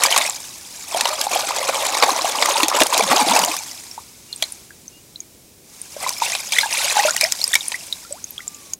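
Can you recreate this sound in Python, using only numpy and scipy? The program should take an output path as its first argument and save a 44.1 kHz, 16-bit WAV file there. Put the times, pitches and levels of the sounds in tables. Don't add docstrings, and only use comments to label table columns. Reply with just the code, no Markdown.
import sys
import numpy as np
from scipy import signal
from scipy.fft import rfft, irfft, next_fast_len
from scipy.io import wavfile
from scipy.ndimage import uniform_filter1d, map_coordinates

SR = 44100
rng = np.random.default_rng(int(sys.argv[2]) if len(sys.argv) > 2 else 0)


def pcm_store(signal):
    levels = np.round(np.clip(np.atleast_2d(signal), -1, 1) * 32767)
    wavfile.write(sys.argv[1], SR, levels.astype(np.int16).T)


N = 387631
TOP_HZ = 15850


def amp(db):
    return 10 ** (np.asarray(db) / 20)


def unit(x):
    return x / np.sqrt(np.mean(x ** 2) + 1e-20)


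def along(points, hz):
    point_hz, value = np.transpose(points)
    return np.interp(np.log(hz + 1), np.log(point_hz + 1), value)


def wobble(rate):
    points = rng.standard_normal(int(N * rate / SR) + 4)
    return map_coordinates(points, [np.arange(N) * rate / SR])


def add(track, start_s, sound):
    start = max(round(start_s * SR), 0)
    track[start:start + len(sound)] += sound[:max(len(track) - start, 0)]


def coloured(x, spectrum, size=4096):
    hz = np.fft.rfftfreq(size, 1 / SR)
    cepstrum = irfft(np.log(amp(along(spectrum, hz))))
    cepstrum[1:size // 2] *= 2
    cepstrum[size // 2 + 1:] = 0
    response = irfft(np.exp(rfft(cepstrum)))
    response = response / np.linalg.norm(response)
    return signal.fftconvolve(x, response)[:len(x)]


def noise(spectrum):
    return unit(coloured(rng.standard_normal(N), spectrum))


def steady(x, span_s):
    size = int(span_s * SR)
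    power = uniform_filter1d(uniform_filter1d(x ** 2, size), size)
    return x / np.sqrt(np.abs(power) + 1e-9)


def sweep(length_s, start_hz, end_hz, bend):
    u = np.linspace(0, 1, int(length_s * SR))
    hz = start_hz + (end_hz - start_hz) * u ** bend
    loudness = np.sqrt(np.abs(np.sin(np.pi * u)))
    return loudness * np.sin(2 * np.pi * np.cumsum(hz) / SR)


def ring(t, hz, t60, glide, linger=0):
    life = np.minimum(t / (0.49 * t60), 1)
    attack = 1 - np.exp(-t / (0.64 / hz + 0.00016))
    fade = np.hypot(amp(-60 * t / t60), linger)
    loudness = attack * fade * (1 - life ** 8)
    loudness = loudness / loudness.max(axis=-1, keepdims=True)
    pitch_hz = hz * 2 ** (np.clip(glide, 0, 2) * life ** 2)
    return loudness * np.sin(2 * np.pi * np.cumsum(pitch_hz, axis=-1) / SR)


# pitch_hz, level_db
FIELD_COLOUR = [(20, -24.5), (45, -4.5), (85, -1), (330, -2), (600, -10), (1100, -23.5), (7000, -18.5),
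                (16000, -18.5)]


def field():
    return amp(-49.5) * noise(FIELD_COLOUR)


# start_s, length_s, start_pitch_hz, end_pitch_hz, peak_level_db
WHISTLES = [(4.28, 0.075, 2830, 2860, -46.5), (4.55, .07, 2400, 2020, -59), (4.915, 0.09, 2820, 2900, -51),
            (5.185, 0.061, 2390, 2050, -57), (8.33, 0.44, 1200, 1050, -52.5)]


def bird():
    out = np.zeros(N)
    for start_s, length_s, start_hz, end_hz, level_db in WHISTLES:
        add(out, start_s, amp(level_db) * sweep(length_s, start_hz, end_hz, bend=2.8))
    return out


# pitch_hz, t60_s (time to fade by 60 dB)
SCATTER_FADE = [(200, 0.16), (2000, 0.095), (12000, 0.024)]


def scatter(x):
    hz, t, grains = signal.stft(rng.standard_normal(SR // 4), SR, nperseg=256)
    fade = amp(-60 * t / along(SCATTER_FADE, hz)[:, None])
    tail = signal.istft(grains * fade, SR, nperseg=256)[1]
    delayed = np.pad(tail / np.linalg.norm(tail), (SR // 300, 0))
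    return signal.fftconvolve(x, delayed)[:N]


# start_s, peak_level_db
SPITS = [(.036, 5.5), (0.177, 0), (1.01, -1), (1.213, -1.5), (1.868, -8), (2.279, -12), (2.459, -4.5),
         (2.683, -1), (2.834, -3), (2.868, -4.5), (2.978, -2), (3.391, -0.5), (3.448, -4), (3.566, -9),
         (6.092, -3.5), (7.165, -4.5), (7.322, -2.5), (7.542, 0.5), (8.735, -13.5)]


def spits():
    out, t = np.zeros(N), np.arange(SR // 40) / SR
    for start_s, level_db in SPITS:
        burst = rng.standard_normal(len(t)) * amp(-60 * t / 0.013)
        crack = coloured(burst, SPRAY_COLOUR) + amp(-9) * coloured(burst, PATTER_COLOUR)
        add(out, start_s, amp(level_db) * crack / np.abs(crack).max())
    return out


# start_s, pitch_hz, plip_peak_level_db
DROPS = [(0.061, 4800, -4.5), (.125, 3090, -5), (.164, 1076, -7.5), (.297, 7460, -9), (0.946, 663, -11.5),
         (.967, 730, -12.5), (1.268, 810, -10.5), (1.359, 750, -14), (1.69, 543, -12.5), (2.092, 1070, -7),
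         (2.245, 710, -9), (2.812, 650, -4.5), (2.995, 1000, -9.5), (3.364, 880, -5), (3.913, 5530, -22),
         (4.328, 4190, -15.5), (4.335, 3520, -25.5), (4.361, 8600, -21), (4.424, 653, -21),
         (4.424, 3320, -7), (4.425, 2290, -19), (4.439, 4100, -14), (4.522, 9600, -16.5),
         (4.706, 1630, -31.5), (4.88, 6200, -22.5), (5.159, 4005, -22.5), (5.204, 6560, -17.5),
         (5.816, 9100, -16.5), (5.965, 594, -22.5), (6.535, 3420, -10), (6.565, 1940, -11.5),
         (6.585, 2070, -1), (6.588, 3470, -4.5), (6.611, 4120, -10), (7.041, 2620, -10.5),
         (7.108, 6800, -7), (7.163, 1920, -13.5), (7.178, 2900, -16.5), (7.21, 2390, -10),
         (7.222, 2300, -11), (7.236, 2370, -9.5), (7.24, 5220, -3.5), (7.415, 4270, -9.5),
         (7.441, 4940, -3), (7.478, 8440, -10), (7.532, 3550, -8.5), (7.537, 1870, -6.5),
         (7.554, 2270, -4.5), (7.608, 3670, -15), (7.682, 9600, -8.5), (7.926, 3840, -9),
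         (8.125, 8000, -13.5), (8.242, 6440, -14), (8.307, 12450, -20), (8.38, 3330, -17.5),
         (8.405, 2020, -25.5), (8.479, 7300, -13), (8.546, 6760, -24.5), (8.735, 6670, -10.5)]


def drips():
    out, t = np.zeros(N), np.arange(SR // 40) / SR
    for start_s, hz, level_db in DROPS:
        tick = coloured(rng.standard_normal(len(t)) * amp(-60 * t / 0.026), SPRAY_COLOUR)
        plip = ring(t, hz, t60=0.019 * (hz / 2000) ** -0.3, glide=0.036)
        tick_db = min(level_db / 2 - 10, -10.5)
        add(out, start_s, amp(level_db) * (plip + amp(tick_db) * tick))
    return out


# start_s, level_db (before a shared 11.5 dB cut), splash_centre_hz
SLAPS = [(0.163, -13.5, 2200), (1.009, -16, 3000), (1.055, -13.5, 1270), (1.69, -18, 1210),
         (2.025, -7, 1130), (2.034, -8, 1030), (2.424, -10, 1800), (2.632, -11, 3150), (2.804, -13, 3600),
         (2.818, -9, 2250), (3.115, -10.5, 560), (4.425, -18, 4600), (6.351, -18, 2640),
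         (6.522, -16.5, 4160), (7.211, -13, 7050), (7.554, -11, 4100), (7.719, -22.5, 2680)]
SLAP_SKIRT_DB = 2.5


def slaps():
    out, t = np.zeros(N), np.arange(SR // 12) / SR
    bands = [(GURGLE_COLOUR, 800), (PATTER_COLOUR, 2700), (SPRAY_COLOUR, 7000)]
    for start_s, level_db, splash_hz in SLAPS:
        for spectrum, centre_hz in bands:
            octaves = np.log2(centre_hz / splash_hz)
            band_db = level_db - SLAP_SKIRT_DB * octaves ** 2 - 11.5
            fade = amp(-60 * t / 0.006) + amp(-15) * amp(-60 * t / 0.054)
            crack = rng.standard_normal(len(t)) * fade
            cluster = np.zeros(len(t))
            for size, delay in rng.random((6, 2)):
                hz = centre_hz * 2 ** (0.733 * (2 * size - 1))
                bubble = ring(t, hz, t60=0.02 * (hz / 2000) ** -0.4, glide=0)
                add(cluster, 0.0055 * delay ** 2, bubble)
            wet = unit(coloured(crack, spectrum)) + unit(coloured(cluster, spectrum))
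            add(out, start_s, amp(band_db) * unit(wet))
    return out


# start_s, pitch_hz, peak_level_db, t60_s (time to fade by 60 dB), upward_glide_octaves (played up to 2)
BUBBLES = [(.251, 2080, -15.5, 0.033, 2.2), (1.105, 613, -21.5, 0.16, 0.11),
           (2.631, 309, -15.5, 0.057, 0.17), (2.812, 290, -14.5, 0.062, 0.99),
           (2.995, 452, -15.5, 0.062, 0.17), (3.215, 847, -11, 0.067, 0), (3.266, 323, -20.5, 0.055, 0.17),
           (3.49, 316, -27.5, .1, 0.054), (3.978, 874, -22, 0.037, 0.6), (6.064, 1020, -12.5, 0.03, 0.088),
           (6.22, 927, -7.5, 0.032, 0), (6.631, 880, -16.5, 0.073, 0.47), (6.633, 1630, -14, 0.043, 0.1),
           (6.659, 834, -16.5, 0.037, 0.38), (6.968, 833, -7, 0.055, 0.042),
           (6.979, 1520, -17, 0.036, 0.12), (6.99, 813, -7, 0.071, 0.11), (6.997, 1900, -10.5, 0.025, 0.22),
           (7.05, 609, -8.5, 0.1, 0.069), (7.083, 1383, -13, 0.059, 0.6), (7.106, 1250, -28, 0.04, 1.3),
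           (7.232, 628, -16, 0.106, 0.44), (7.249, 1940, -12, 0.018, 0.52),
           (7.743, 1950, -14.5, 0.037, 0.49), (8.048, 1345, -37.5, .065, 0.26),
           (8.107, 563, -30, .195, 2.3), (8.392, 1360, -33, 0.035, .9)]
LINGER_DB = -17.5


def plinks():
    out = np.zeros(N)
    for start_s, hz, level_db, t60, glide in BUBBLES:
        t = np.arange(int(t60 * SR)) / SR
        add(out, start_s, amp(level_db) * ring(t, hz, t60, glide, amp(LINGER_DB)))
    return out


# start_s, length_s, start_pitch_hz, end_pitch_hz, peak_level_db (before the flutter)
GLOOPS = [(3.02, 0.045, 225, 175, -29), (3.1, 0.079, 135, 490, -24), (3.204, 0.034, 350, 180, -24.5),
          (3.284, .07, 155, 303, -26.5), (3.389, 0.052, 221, 161, -30.5)]


def gloops():
    out = np.zeros(N)
    for start_s, length_s, start_hz, end_hz, level_db in GLOOPS:
        add(out, start_s, amp(level_db) * sweep(length_s, start_hz, end_hz, bend=1))
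    return out * amp(2 * wobble(120))


# start_s, hold_s, level_db (before the mix trims in stirring), gurgle_db (relative to that level)
STROKES = [(0.024, 0.039, -19, -2.5), (0.12, 0.11, -20.5, -4), (0.938, 0.18, -26.5, -0.5),
           (1.18, 0.054, -27, -3), (1.326, 0.072, -23, -0.5), (1.483, 0.14, -26.5, 1),
           (1.673, 0.11, -26, 1.5), (1.821, 0.24, -24.5, -0.5), (2.006, 0.12, -25.5, 4),
           (2.16, 0.23, -26, 0.5), (2.427, 0.21, -22.5, 2), (2.726, 0.082, -21.5, 3),
           (2.929, 0.087, -20.5, 1.5), (3.103, 0.1, -19.5, 2.5), (3.288, 0.12, -19, 2),
           (3.485, 0.02, -25, -0.5), (6.028, 0.044, -29, -2.5), (6.231, 0.038, -24, -9.5),
           (6.318, 0.022, -26, -12), (6.535, 0.09, -24, -13.5), (6.729, 0.19, -21.5, -10),
           (6.955, 0.12, -22.5, -4.5), (7.216, 0.014, -26.5, -10)]
RISE_DB_PER_S, FALL_DB_PER_S = 382, 159
FOAM_DB, FOAM_S = -6.5, 0.15
# time_s, level_db (before the mix trims in stirring)
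TRICKLE = [(.5, -46), (.82, -32.5), (3.6, -36), (4.05, -52), (4.3, -45), (4.45, -36.5), (4.7, -47.5),
           (5.62, -52), (5.75, -42), (5.9, -39), (6.1, -29), (6.9, -34), (7.5, -28.5), (7.85, -35),
           (8.2, -42.5), (8.73, -41.5)]
FINE_GURGLE_DB, FINE_PATTER_DB = -16, -7
STOP_S = 8.745


def agitation():
    t = np.arange(N) / SR
    churn, deep = np.zeros(N), np.zeros(N)
    for start_s, hold_s, level_db, gurgle_db in STROKES:
        rise_db = RISE_DB_PER_S * np.maximum(start_s - t, 0)
        fall_db = FALL_DB_PER_S * np.maximum(t - start_s - hold_s, 0)
        power = amp(level_db - rise_db - fall_db) ** 2
        churn += power
        deep += power * amp(gurgle_db) ** 2
    leak = 1 / (FOAM_S * SR)
    foam = amp(FOAM_DB) ** 2 * signal.lfilter([leak], [1, leak - 1], churn)
    trickle = amp(np.interp(t, *np.transpose(TRICKLE))) ** 2
    fine = foam + trickle
    gurgle = deep + amp(FINE_GURGLE_DB) ** 2 * fine
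    patter = churn + amp(FINE_PATTER_DB) ** 2 * fine
    spray = churn + fine
    powers = np.array([gurgle, patter, spray])
    return 10 * np.log10(powers * (t < STOP_S) + 1e-9)


def swarm(rate, centre_hz, spread, cycles, size_db, glide):
    draws = np.clip(rng.random((int(rate * N / SR), 5)), 1e-4, 1 - 1e-4)
    moment, pitch, life, size, rise = draws.T[:, :, None]
    hz = np.minimum(centre_hz * 2 ** (spread * (2 * pitch - 1)), TOP_HZ)
    t60 = cycles / hz * 2 * 10 ** -life
    k = np.arange(int(2 * cycles / centre_hz * SR))
    loudness = amp(size_db * np.minimum(-np.log(size), 4.2))
    sounds = loudness * ring(k / SR, hz, t60, glide * rise)
    places = (moment * N).astype(int) + k
    return unit(np.bincount(places.ravel(), sounds.ravel(), N)[:N])


def froth(bubbles, spectrum, bubble_db, surge_db):
    mix = amp(bubble_db) * steady(coloured(bubbles, spectrum), 0.12) + noise(spectrum)
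    return steady(mix * amp(surge_db), 0.065)


# pitch_hz, level_db
GULP_COLOUR = [(80, -40.5), (170, -8.5), (250, -5.5), (330, 4), (480, 5), (700, -25), (1500, -73)]
GURGLE_COLOUR = [(60, -63), (330, -19), (610, -6.5), (880, -0.5), (1120, -3.5), (1450, -10), (2200, -13.5),
                 (5000, -73)]
PATTER_COLOUR = [(100, -37.5), (1100, -10), (1800, -8.5), (2330, 0.5), (2900, -4.5), (3800, 0), (5200, -5),
                 (9000, -51)]
SPRAY_COLOUR = [(150, -34), (1500, -21), (3600, -22), (4900, -5), (6500, -2), (8500, -4), (11500, -8),
                (15700, -18)]


def stirring():
    gurgle_db, patter_db, spray_db = agitation()
    wavelets = 0.79 * wobble(55) + 0.69 * wobble(190)
    vigour = np.clip((spray_db + 49.0) / 22, 0, 1)
    shallow = vigour * np.clip((patter_db - gurgle_db) / 12, 0, 1)
    surge = vigour * (1 - shallow / 2) * wavelets
    calm_db = -15 * (1 - vigour)
    ticks = swarm(rate=350, centre_hz=5110, spread=0.97, cycles=22, size_db=5.0, glide=0)
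    ticks = (1 - shallow / 2) * ticks

    big = swarm(rate=190, centre_hz=818.5, spread=0.741, cycles=24.7, size_db=3.5, glide=0.31)
    gurgle = froth(big, GURGLE_COLOUR, bubble_db=5.5 + calm_db, surge_db=2.0 * surge)

    small = swarm(rate=560, centre_hz=2708, spread=0.95, cycles=57, size_db=3.6, glide=0.5)
    patter = froth(ticks + small, PATTER_COLOUR, bubble_db=6.0 + shallow + calm_db, surge_db=2.4 * surge)

    tiny = swarm(rate=1300, centre_hz=7780, spread=0.97, cycles=103, size_db=4.0, glide=0.048)
    spray = froth(ticks + tiny, SPRAY_COLOUR, bubble_db=4.0 + calm_db, surge_db=3.6 * surge)

    huge = swarm(rate=60, centre_hz=360, spread=0.74, cycles=24, size_db=5.0, glide=0.43)
    gulps = froth(huge, GULP_COLOUR, bubble_db=2.5, surge_db=4.6 * surge)
    gulp_db = gurgle_db - 18.0 + 0.63 * (gurgle_db - patter_db)

    large = amp(gulp_db) * gulps + amp(gurgle_db - 0.35) * gurgle
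    fine = amp(patter_db - 2.0) * patter + amp(spray_db - 2.5) * spray
    return large + fine


def scene():
    water = spits() + drips() + slaps() + plinks() + gloops() + stirring()
    mix = field() + bird() + amp(-17.0) * scatter(water) + water
    return mix[None]


def record(dry):
    rounded = dry / (1 + np.abs(dry) ** 8) ** (1 / 8)
    size = next_fast_len(N + SR // 2)
    kept = np.fft.rfftfreq(size, 1 / SR) < TOP_HZ
    return irfft(rfft(rounded, size) * kept, size)[..., :N]


dry = scene()
out = record(dry)
pcm_store(out)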